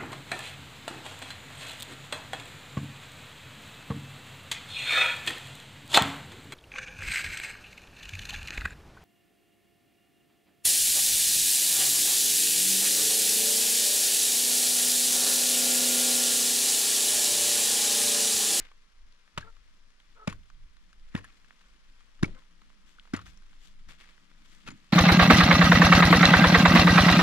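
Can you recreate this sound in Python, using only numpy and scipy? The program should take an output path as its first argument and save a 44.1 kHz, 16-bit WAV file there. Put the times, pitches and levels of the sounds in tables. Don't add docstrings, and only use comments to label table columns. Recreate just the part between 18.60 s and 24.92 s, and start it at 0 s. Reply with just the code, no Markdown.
import sys
import numpy as np
from scipy import signal
from scipy.fft import rfft, irfft, next_fast_len
from scipy.io import wavfile
from scipy.ndimage import map_coordinates

SR = 44100
rng = np.random.default_rng(int(sys.argv[2]) if len(sys.argv) > 2 else 0)


def attenuation_scalar(level_db):
    decades = np.asarray(level_db, float) / 20
    return 10 ** decades


def log_audio(samples):
    frames = np.atleast_2d(samples).T
    limited = np.clip(frames, -1, 1)
    pcm = np.round(limited * 32767).astype(np.int16)
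    wavfile.write(sys.argv[1], SR, pcm)


N = 278852

# start_s, hold_s, deep_soil_db, hollow_ground_db, port_jolt_db
TREADS = [
    (0, 0.0079, -64, -71, -56),
    (0.779, 0.055, -59, -66, -52.5),
    (1.712, 0.066, -56.5, -67.5, -52.5),
    (1.931, 0.13, -63.5, -81, -53.5),
    (2.598, 0.043, -64, -67.5, -62),
    (3.621, 0.1, -68, -56.5, -49),
    (4.594, 0.1, -62, -63.5, -59.5),
    (5.286, 0.016, -60, -68, -59),
    (6.075, 0.025, -59, -52.5, -57.5),
    (6.307, .01, -74, -82, -62),
]
TREAD_RISE_S, TREAD_FALL_S = 0.021, 0.062
# pitch_hz, level_db (per Hz)
DRONE = [(53, -63), (90, -43), (107, -39), (130, -10.5), (183, -3), (339, -13), (450, -41), (580, -61),
         (990, -120)]


def unit(x):
    return x / np.sqrt(np.mean(x ** 2) + 1e-20)


def along(points, hz):
    point_hz, value = np.transpose(points)
    return np.interp(np.log(hz + 1), np.log(point_hz + 1), value)


def curves(rows):
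    s, *columns = np.transpose(rows)
    return [np.interp(np.arange(N) / SR, s, column) for column in columns]


def wobble(rate):
    knots = rng.standard_normal(int(N * rate / SR) + 4)
    return map_coordinates(knots, [np.arange(N) * rate / SR])


def filtered(x, response):
    size = next_fast_len(N + 8192)
    hz = np.fft.rfftfreq(size, 1 / SR)
    return irfft(rfft(x, size) * response(hz), size)[..., :N]


def noise(spectrum, grain=1):
    white = grain * rng.standard_normal((2, N))
    return unit(filtered(white, lambda hz: attenuation_scalar(along(spectrum, hz))))


def swells(rows, level_db, rise_s, fall_s):
    grid_s = np.arange(0, N / SR + .002, .001)
    t, hold = grid_s - np.array(rows)[:, :1], np.array(rows)[:, 1:2]
    down = np.maximum(-t / rise_s, 0) + np.maximum((t - hold) / fall_s, 0)
    power = np.sum(attenuation_scalar(2 * (level_db[:, None] - 10 * down)), axis=0)
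    return np.interp(np.arange(N) / SR, grid_s, np.sqrt(power))


def ports(pair, alike, tilt):
    # pitch_hz, lead_rad
    phase_lead = [(45, 0), (86, .3), (130, .9), (170, 1.14), (400, 1.4), (2000, 1.2), (4000, 1.35),
                  (8000, 2), (10000, 2.9), (14000, 4.5)]

    def mix(sign):
        def response(hz):
            turn = np.arccos(np.clip(along(alike, hz), 0, 1)) / 2
            tilt_db = along(tilt, hz)
            lean = attenuation_scalar(sign * tilt_db / 2) * np.exp(-.5j * sign * along(phase_lead, hz))
            level = lean / np.cosh(tilt_db * np.log(10) / 40)
            return level * np.array([np.cos(turn), sign * np.sin(turn)])
        return filtered(pair, response).sum(axis=0)
    return np.array([mix(0.95), mix(-1.1)])


def scuff():
    # time_s, level_db
    rustle = [(0, -70), (.3, -75), (.6, -74.5), (1.2, -72.5), (1.7, -71), (2, -74), (2.8, -70),
              (3.2, -71.5), (4.1, -72.5), (4.5, -70.5), (5.2, -71.5), (6.32, -68)]
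    # start_s, hold_s, level_db, treble_db
    scuffs = [
        (0, 0.055, -55.5, -10.5),
        (0.779, .02, -53.5, -13),
        (1.68, 0.023, -53, -6),
        (2.56, 0.035, -63, -18),
        (2.635, 0.072, -65, -16),
        (3.65, 0.086, -64.5, -8.5),
        (4.548, 0.056, -60.5, -15),
        (4.659, 0.032, -64, 2),
        (5.29, 0.014, -53, -4),
        (6.067, 0.022, -53, -8),
    ]
    # start_s, hold_s, level_db, treble_db
    drags = [
        (2.53, .01, -66, -16),
        (3.78, 0.016, -67, -5),
        (4.29, 0.027, -68.5, 1),
        (5.04, 0.034, -66, 4),
        (5.412, 0.03, -58, -6),
        (5.475, 0.022, -62.5, -12),
        (5.91, 0.026, -66.5, 3),
    ]
    # pitch_hz, level_db (per Hz)
    chaff_colour = [(180, -16), (300, -9.5), (620, -13), (751, -13), (921, -13), (1140, -6), (2060, -3),
                    (4500, -13), (5850, -29), (9900, -120)]
    fizz_colour = [(2060, -13.5), (3500, 1.5), (3660, -5), (7480, -9), (8210, -13.5), (12100, -22),
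                   (14700, -28), (15500, -34)]
    soil_colour = [(40, -18), (65, 8.5), (100, -16), (130, 0.5), (250, -50.5)]
    bed = attenuation_scalar(curves(rustle)[0] + 1.27 * wobble(7))
    body, top = bed, bed * attenuation_scalar(-2.5)
    for rows, rise_s, fall_s in (scuffs, 0.0071, 0.035), (drags, 0.037, 0.042):
        level_db, treble_db = np.transpose(rows)[2:]
        body = np.hypot(body, swells(rows, level_db, rise_s, fall_s))
        top = np.hypot(top, swells(rows, level_db + treble_db, rise_s, fall_s))
    grain = attenuation_scalar(1.2 * wobble(80) + 3.2 * wobble(900))
    chaff = body * noise(chaff_colour, grain) + top * noise(fizz_colour, grain)
    soil_db, hollow_db = np.transpose(TREADS)[2:4]
    soil = attenuation_scalar(-92) + swells(TREADS, soil_db, TREAD_RISE_S, TREAD_FALL_S)
    hollow = swells(TREADS, hollow_db, TREAD_RISE_S, TREAD_FALL_S)
    deep = soil * attenuation_scalar(2.5 * wobble(6.7)) * noise(soil_colour)
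    return chaff + deep + hollow * attenuation_scalar(3 * wobble(21)) * noise(DRONE)


def valley():
    # time_s, buffet_db
    wind = [(0, -66.5), (.45, -63), (.7, -75.5), (1, -61.5), (1.5, -66), (2.2, -62.5), (2.45, -57.5),
            (2.75, -65), (3.05, -62.5), (3.4, -62.5), (3.95, -67), (4.4, -63), (4.9, -61), (5.35, -62.5),
            (5.6, -70.5), (5.85, -64), (6.32, -70)]
    # time_s, drone_db
    machine = [(0, -80.5), (1.5, -78), (2.7, -72.5), (3.5, -77), (3.95, -72), (5.3, -73.5), (6.05, -69.5),
               (6.32, -74)]
    # pitch_hz, level_db (per Hz)
    air_colour = [(190, -15), (330, -7), (420, -3.5), (738, -8), (1040, -0.5), (1320, 0.5), (3250, -5),
                  (5530, -7), (8270, -21.5), (10000, -17.5), (13600, -37), (15500, -53)]
    buffet_colour = [(8.8, -20), (15, 12), (34, -20), (46, -11.5), (70, -57), (110, -61), (140, -90),
                     (240, -120)]
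    (buffet_db,), (drone_db,) = curves(wind), curves(machine)
    jolt = swells(TREADS, np.transpose(TREADS)[-1], TREAD_RISE_S, TREAD_FALL_S)
    buffet = np.hypot(attenuation_scalar(buffet_db), jolt)
    lumps = attenuation_scalar(2 * wobble(9))
    hiss = attenuation_scalar(-70 + .7 * wobble(3)) * noise(air_colour)
    core_hz = 188 * (1 + 0.065 * wobble(20))
    core = np.sin(2 * np.pi * np.cumsum(core_hz) / SR) * attenuation_scalar(4.5 * wobble(14))
    late = np.clip((np.arange(N) / SR - 3.6) / 0.14, .2, 1)
    drone = attenuation_scalar(drone_db - 1) * (attenuation_scalar(2 * wobble(21)) * noise(DRONE) + late * core * [[1], [0]])
    pressure = filtered(noise(buffet_colour), lambda hz: hz ** 2 / (hz ** 2 + 22 ** 2))
    return hiss + drone + attenuation_scalar(9) * buffet * unit(lumps * pressure)


def cracks():
    # start_s, peak_db, centre_hz, t60_s, treble_db
    cuts = [(0.776, -18.5, 1273, .032, -18.5), (0.781, -29, 1060, 0.02, -4.5), (0.805, -45, 1580, 0.11, -9),
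            (1.674, -21.5, 1485, 0.03, -13), (1.676, -14, 855, 0.015, -16.5),
            (2.549, -27.5, 2480, 0.026, -32), (2.551, -21.5, 2660, 0.02, -47),
            (2.574, -39.5, 1100, 0.07, -7.5), (3.627, -27, 1110, 0.027, -10),
            (3.6303, -18, 2100, 0.016, -7), (3.64, -28, 2380, 0.04, -16),
            (4.5353, -28.5, 1400, 0.047, -8.5), (4.544, -31, 2080, 0.074, -32),
            (6.075, -29.5, 1550, 0.039, -13.5), (6.085, -31, 1600, 0.032, -13.5)]
    # start_s, peak_db, centre_hz, treble_db
    ticks = [(0.115, -41, 1110, -33), (0.523, -52.5, 3330, -2), (0.676, -47, 1398, -19),
             (0.966, -50, 1130, -9), (1.303, -52.5, 1740, -5), (1.4, -47.5, 3180, -21),
             (1.449, -69, 1460, -15), (1.856, -49.5, 1410, -23), (1.9, -42.5, 1360, -13),
             (2.167, -48, 1450, -9), (2.329, -47.5, 1540, -5), (2.542, -42, 1850, -35),
             (2.649, -46, 1250, -28), (2.845, -47.5, 1670, -12), (3.012, -48.5, 1130, -13),
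             (3.038, -49.5, 2150, -21), (3.406, -48, 1300, -8), (3.593, -47.5, 1300, -25),
             (3.82, -47, 1041, -21), (4.017, -44, 1110, -22), (4.101, -50, 1160, -30),
             (4.453, -44.5, 1070, -26), (4.474, -45, 900, -44), (4.773, -48, 5500, -3.5),
             (4.821, -53, 1500, -3), (4.93, -49, 2762, -19), (5.578, -48, 1530, -20),
             (5.714, -48, 1370, -26), (6.24, -57, 3200, -11)]
    # start_s, peak_db, centre_hz, treble_db
    crumbs = [(1.689, -43, 1820, -6), (1.697, -38, 2630, -8), (1.704, -46, 1240, -18),
              (1.724, -37.5, 1500, -23), (2.562, -34.5, 1900, -15), (2.586, -40.5, 1770, -23),
              (2.608, -50, 1870, -19), (2.642, -40, 1750, -17), (2.686, -53, 1320, -25),
              (3.654, -46.5, 1230, 2), (3.678, -50, 1250, -14), (4.562, -35, 1380, -7),
              (4.572, -37, 1280, -29), (4.59, -39, 1140, -27), (4.614, -47, 1280, -8),
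              (4.664, -44, 1790, -8), (4.679, -55, 2500, -14), (5.286, -48.5, 1300, -7),
              (6.103, -42.5, 2150, -4), (6.115, -47, 1460, -12)]
    # pitch_hz, level_db (per Hz)
    snap_colour = [(240, -26), (400, -10.5), (694, -10.5), (1360, -0.5), (1610, -4.5), (2220, -8),
                   (2840, -7), (4560, -22), (8670, -32), (10600, -62), (15500, -58)]
    spray_colour = [(2500, -25), (4000, 0), (7000, -9), (8500, -21.5), (10500, -13), (12000, -38),
                    (14000, -42.5), (15700, -64)]
    ring, broad, spray = np.zeros((3, 2, N + SR))
    t = np.arange(SR // 12) / SR
    high = signal.butter(2, 4000, "high", fs=SR, output="sos")
    contacts = [(*row, -6.5) for row in cuts]
    for rows, t60, ring_db in (crumbs, 0.043, -4), (ticks, 0.019, -4.5):
        contacts += [(s, db, hz, t60, treble_db, ring_db) for s, db, hz, treble_db in rows]
    for s, db, hz, t60, treble_db, ring_db in contacts:
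        burst = attenuation_scalar(db - 60 * t / np.clip(t60, .004, .1)) * (1 - np.exp(-t / 0.00076))
        grit = rng.standard_normal((3, 2, len(t)))
        band = signal.butter(1, [hz * 0.955, hz * 1.024], "band", fs=SR, output="sos")
        narrow = unit(signal.sosfilt(band, grit[0]))
        start = round(s * SR)
        at = slice(start, start + len(t))
        ring[:, at] += burst * attenuation_scalar(ring_db) * narrow * (1 - np.exp(-t / 0.0008))
        broad[:, at] += burst * grit[1] / (1 + attenuation_scalar(2 * ring_db))
        spray[:, at] += burst * attenuation_scalar(treble_db - 60 * t / 0.44) * signal.sosfilt(high, grit[2])

    def coloured(x, colour):
        return filtered(x[:, :N], lambda hz: attenuation_scalar(along(colour, hz)) / (1 + (hz / 13000) ** 12))
    return ring[:, :N] + attenuation_scalar(12) * coloured(broad, snap_colour) + attenuation_scalar(11) * coloured(spray, spray_colour)


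def thuds():
    # start_s, thud_peak_db, thud_pitch_hz, blade_knock_db, ground_shake_db
    blows = [
        (.782, -29.5, 147, -35, -11.5),
        (1.6811, -18, 182, -33, -14),
        (2.5523, -18, 190, -20, -16.5),
        (3.634, -11.5, 167.6, -8, -20),
        (4.5398, -17.5, 240, -32, -13),
        (6.089, -36, 202, -8, -12),
    ]
    out, t = np.zeros(N + SR), np.arange(SR // 3) / SR
    band = signal.butter(2, [60, 330], "band", fs=SR, output="sos")
    lead = .012
    since = t - lead
    after = np.clip(since, 0, 1)
    for s, db, hz, knock_db, shake_db in blows:
        u = since * hz / 0.44
        bell = np.exp(-u * u / 2)
        swell = np.where(u < 0, bell, bell * 0.91 + 0.28 * np.exp(-.4 * np.abs(u)))
        push = swell * np.cos(2 * np.pi * hz * since)
        knock = attenuation_scalar(knock_db) * np.exp(-u * u / 3) * np.cos(2 * np.pi * 330 * (since - .0006))
        shake = np.cos(2 * np.pi * 98 * after) * attenuation_scalar(shake_db - 60 * after / 0.23)
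        shake *= 1 - np.exp(-after / 0.02)
        rubble = unit(signal.sosfilt(band, rng.standard_normal(len(t))))
        rubble *= attenuation_scalar(-24 - 60 * after / 0.22) * (after > 0)
        out[round((s - lead) * SR):][:len(t)] += attenuation_scalar(db) * (push + knock + shake + rubble)
    return np.array([out[:N], 0 * out[:N]])


def pops():
    # start_s, level_db, pitch_hz, swell_ms, pitch_rise (0-1)
    pockets = [(0.827, -40.5, 1550, 2, 0.06), (1.689, -38, 2200, 1.5, 0.01), (1.72, -58, 2630, 2.4, 0),
               (2.5505, -49, 2700, 1.5, 0), (2.561, -34, 1720, 1.9, 0.08), (3.642, -26, 1870, 2.3, 0.22),
               (4.386, -45.5, 1270, 1.2, 0.15), (4.3973, -36, 3100, 0.25, 0.03),
               (2.908, -38, 1640, 0.27, 0), (4.590, -50, 1150, 2.7, 0.16), (1.7255, -40, 970, 1.6, 0.12),
               (1.675, -30.5, 610, 1.7, 0), (.776, -42.5, 593, 4.2, 0.04), (6.087, -40, 1490, 2, 0)]
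    out, t = np.zeros((2, N + SR)), np.arange(SR // 20) / SR
    for s, db, hz, ms, rise in pockets:
        u = t / (ms / 1000)
        turn = 2 * np.pi * np.cumsum(hz * (1 + rise * np.tanh(u))) / SR
        out[0, round(s * SR):][:len(t)] += attenuation_scalar(db) * u * np.exp(1 - u) * np.sin(turn)
    return out[:, :N]


def yaps():
    # start_s, length_s, pitch_hz, glide_hz_per_s, level_db
    calls = [
        (0.819, .095, 445, 152.5, -57.5),
        (1.547, 0.062, 481, 650, -59.5),
        (1.58, .085, 433, -200, -55.5),
        (3.736, 0.068, 513, 1, -60.5),
    ]
    # pitch_hz, level_db
    throat = [(300, -18), (450, -2.5), (900, -7.5), (1320, -0.5), (1800, -15.5), (2400, -28)]
    out = np.zeros(N)
    for s, length, pitch_hz, glide, level_db in calls:
        t = np.arange(N) / SR - s
        arch = np.clip(2 * t / length - 1, -1, 1)
        hz = pitch_hz + glide * arch * length / 2
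        db = level_db - 16 * arch ** 2
        gate = np.clip(np.minimum(t, length - t) / .015, 0, 1)
        turn = 2 * np.pi * np.cumsum(hz * (1 + .02 * wobble(200))) / SR
        voice = np.zeros(N)
        for k in range(1, 6):
            voice += attenuation_scalar(along(throat, k * hz) + 3 * wobble(90)) * np.sin(k * turn + k * k)
        breath = noise([(200, -40), *throat, (4000, -50)])[0]
        out += gate * attenuation_scalar(db + 3) * (voice + .45 * breath)
    echo_s = np.arange(SR // 8) / SR
    tail = rng.standard_normal(SR // 8) * attenuation_scalar(-60 * echo_s / .12)
    out += .4 * signal.fftconvolve(out, tail / np.linalg.norm(tail))[:N]
    return np.array([out, 0 * out])


def pings():
    # start_s, level_db, upper_tone_db
    hits = [
        (1.698, -48, 0),
        (1.727, -50, -2),
        (2.588, -60, 6),
        (2.644, -53.5, 6),
        (4.564, -39, -7),
        (6.087, -57, -2),
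        (6.115, -45.5, -28),
    ]
    # pitch_hz, t60_s
    steel = [(7000, 0.028), (10000, 0.019)]
    out, t = np.zeros((2, N + SR)), np.arange(SR // 12) / SR
    for s, db, upper_db in hits:
        modes = np.zeros(len(t))
        for (hz, t60), gain_db in zip(steel, (0, upper_db)):
            modes += attenuation_scalar(gain_db - 60 * t / t60) * np.sin(2 * np.pi * hz * t)
        out[0, round(s * SR):][:len(t)] += attenuation_scalar(db) * modes * (1 - np.exp(-t / 0.00057))
    return out[:, :N]


def scene():
    # pitch_hz, likeness (0-1)
    near_alike = [(60, 0.24), (300, 0.78), (3000, 1), (5000, 0.81), (9000, 1), (14000, 0.17)]
    far_alike = [(60, 0.62), (150, 1), (400, 0.82), (900, 0.79), (3000, 0.46), (5000, 0.096),
                 (12000, 0.079)]
    # pitch_hz, difference_db
    near_tilt = [(60, 8), (110, 5), (200, 0), (380, -3.5), (700, -2), (1290, 1), (2380, 3.5), (4400, 8.5),
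                 (8120, 12), (10000, 17), (12500, 4), (15000, 3)]
    far_tilt = [(60, 1), (110, -1), (200, -4), (380, -6), (700, -4.5), (1290, 0.5), (2380, 3.5), (4400, 9),
                (8120, 15.5), (15000, 13)]
    far = ports(scuff() + valley(), far_alike, far_tilt)
    near = ports(cracks() + thuds() + pops() + yaps() + pings(), near_alike, near_tilt)
    return near + far


def low_pass(x):
    return signal.sosfilt(signal.butter(12, 15780, fs=SR, output="sos"), x)


def record(dry):
    limited = filtered(dry, lambda hz: hz < 15780)
    return low_pass(limited)


dry = scene()
out = record(dry)
log_audio(out)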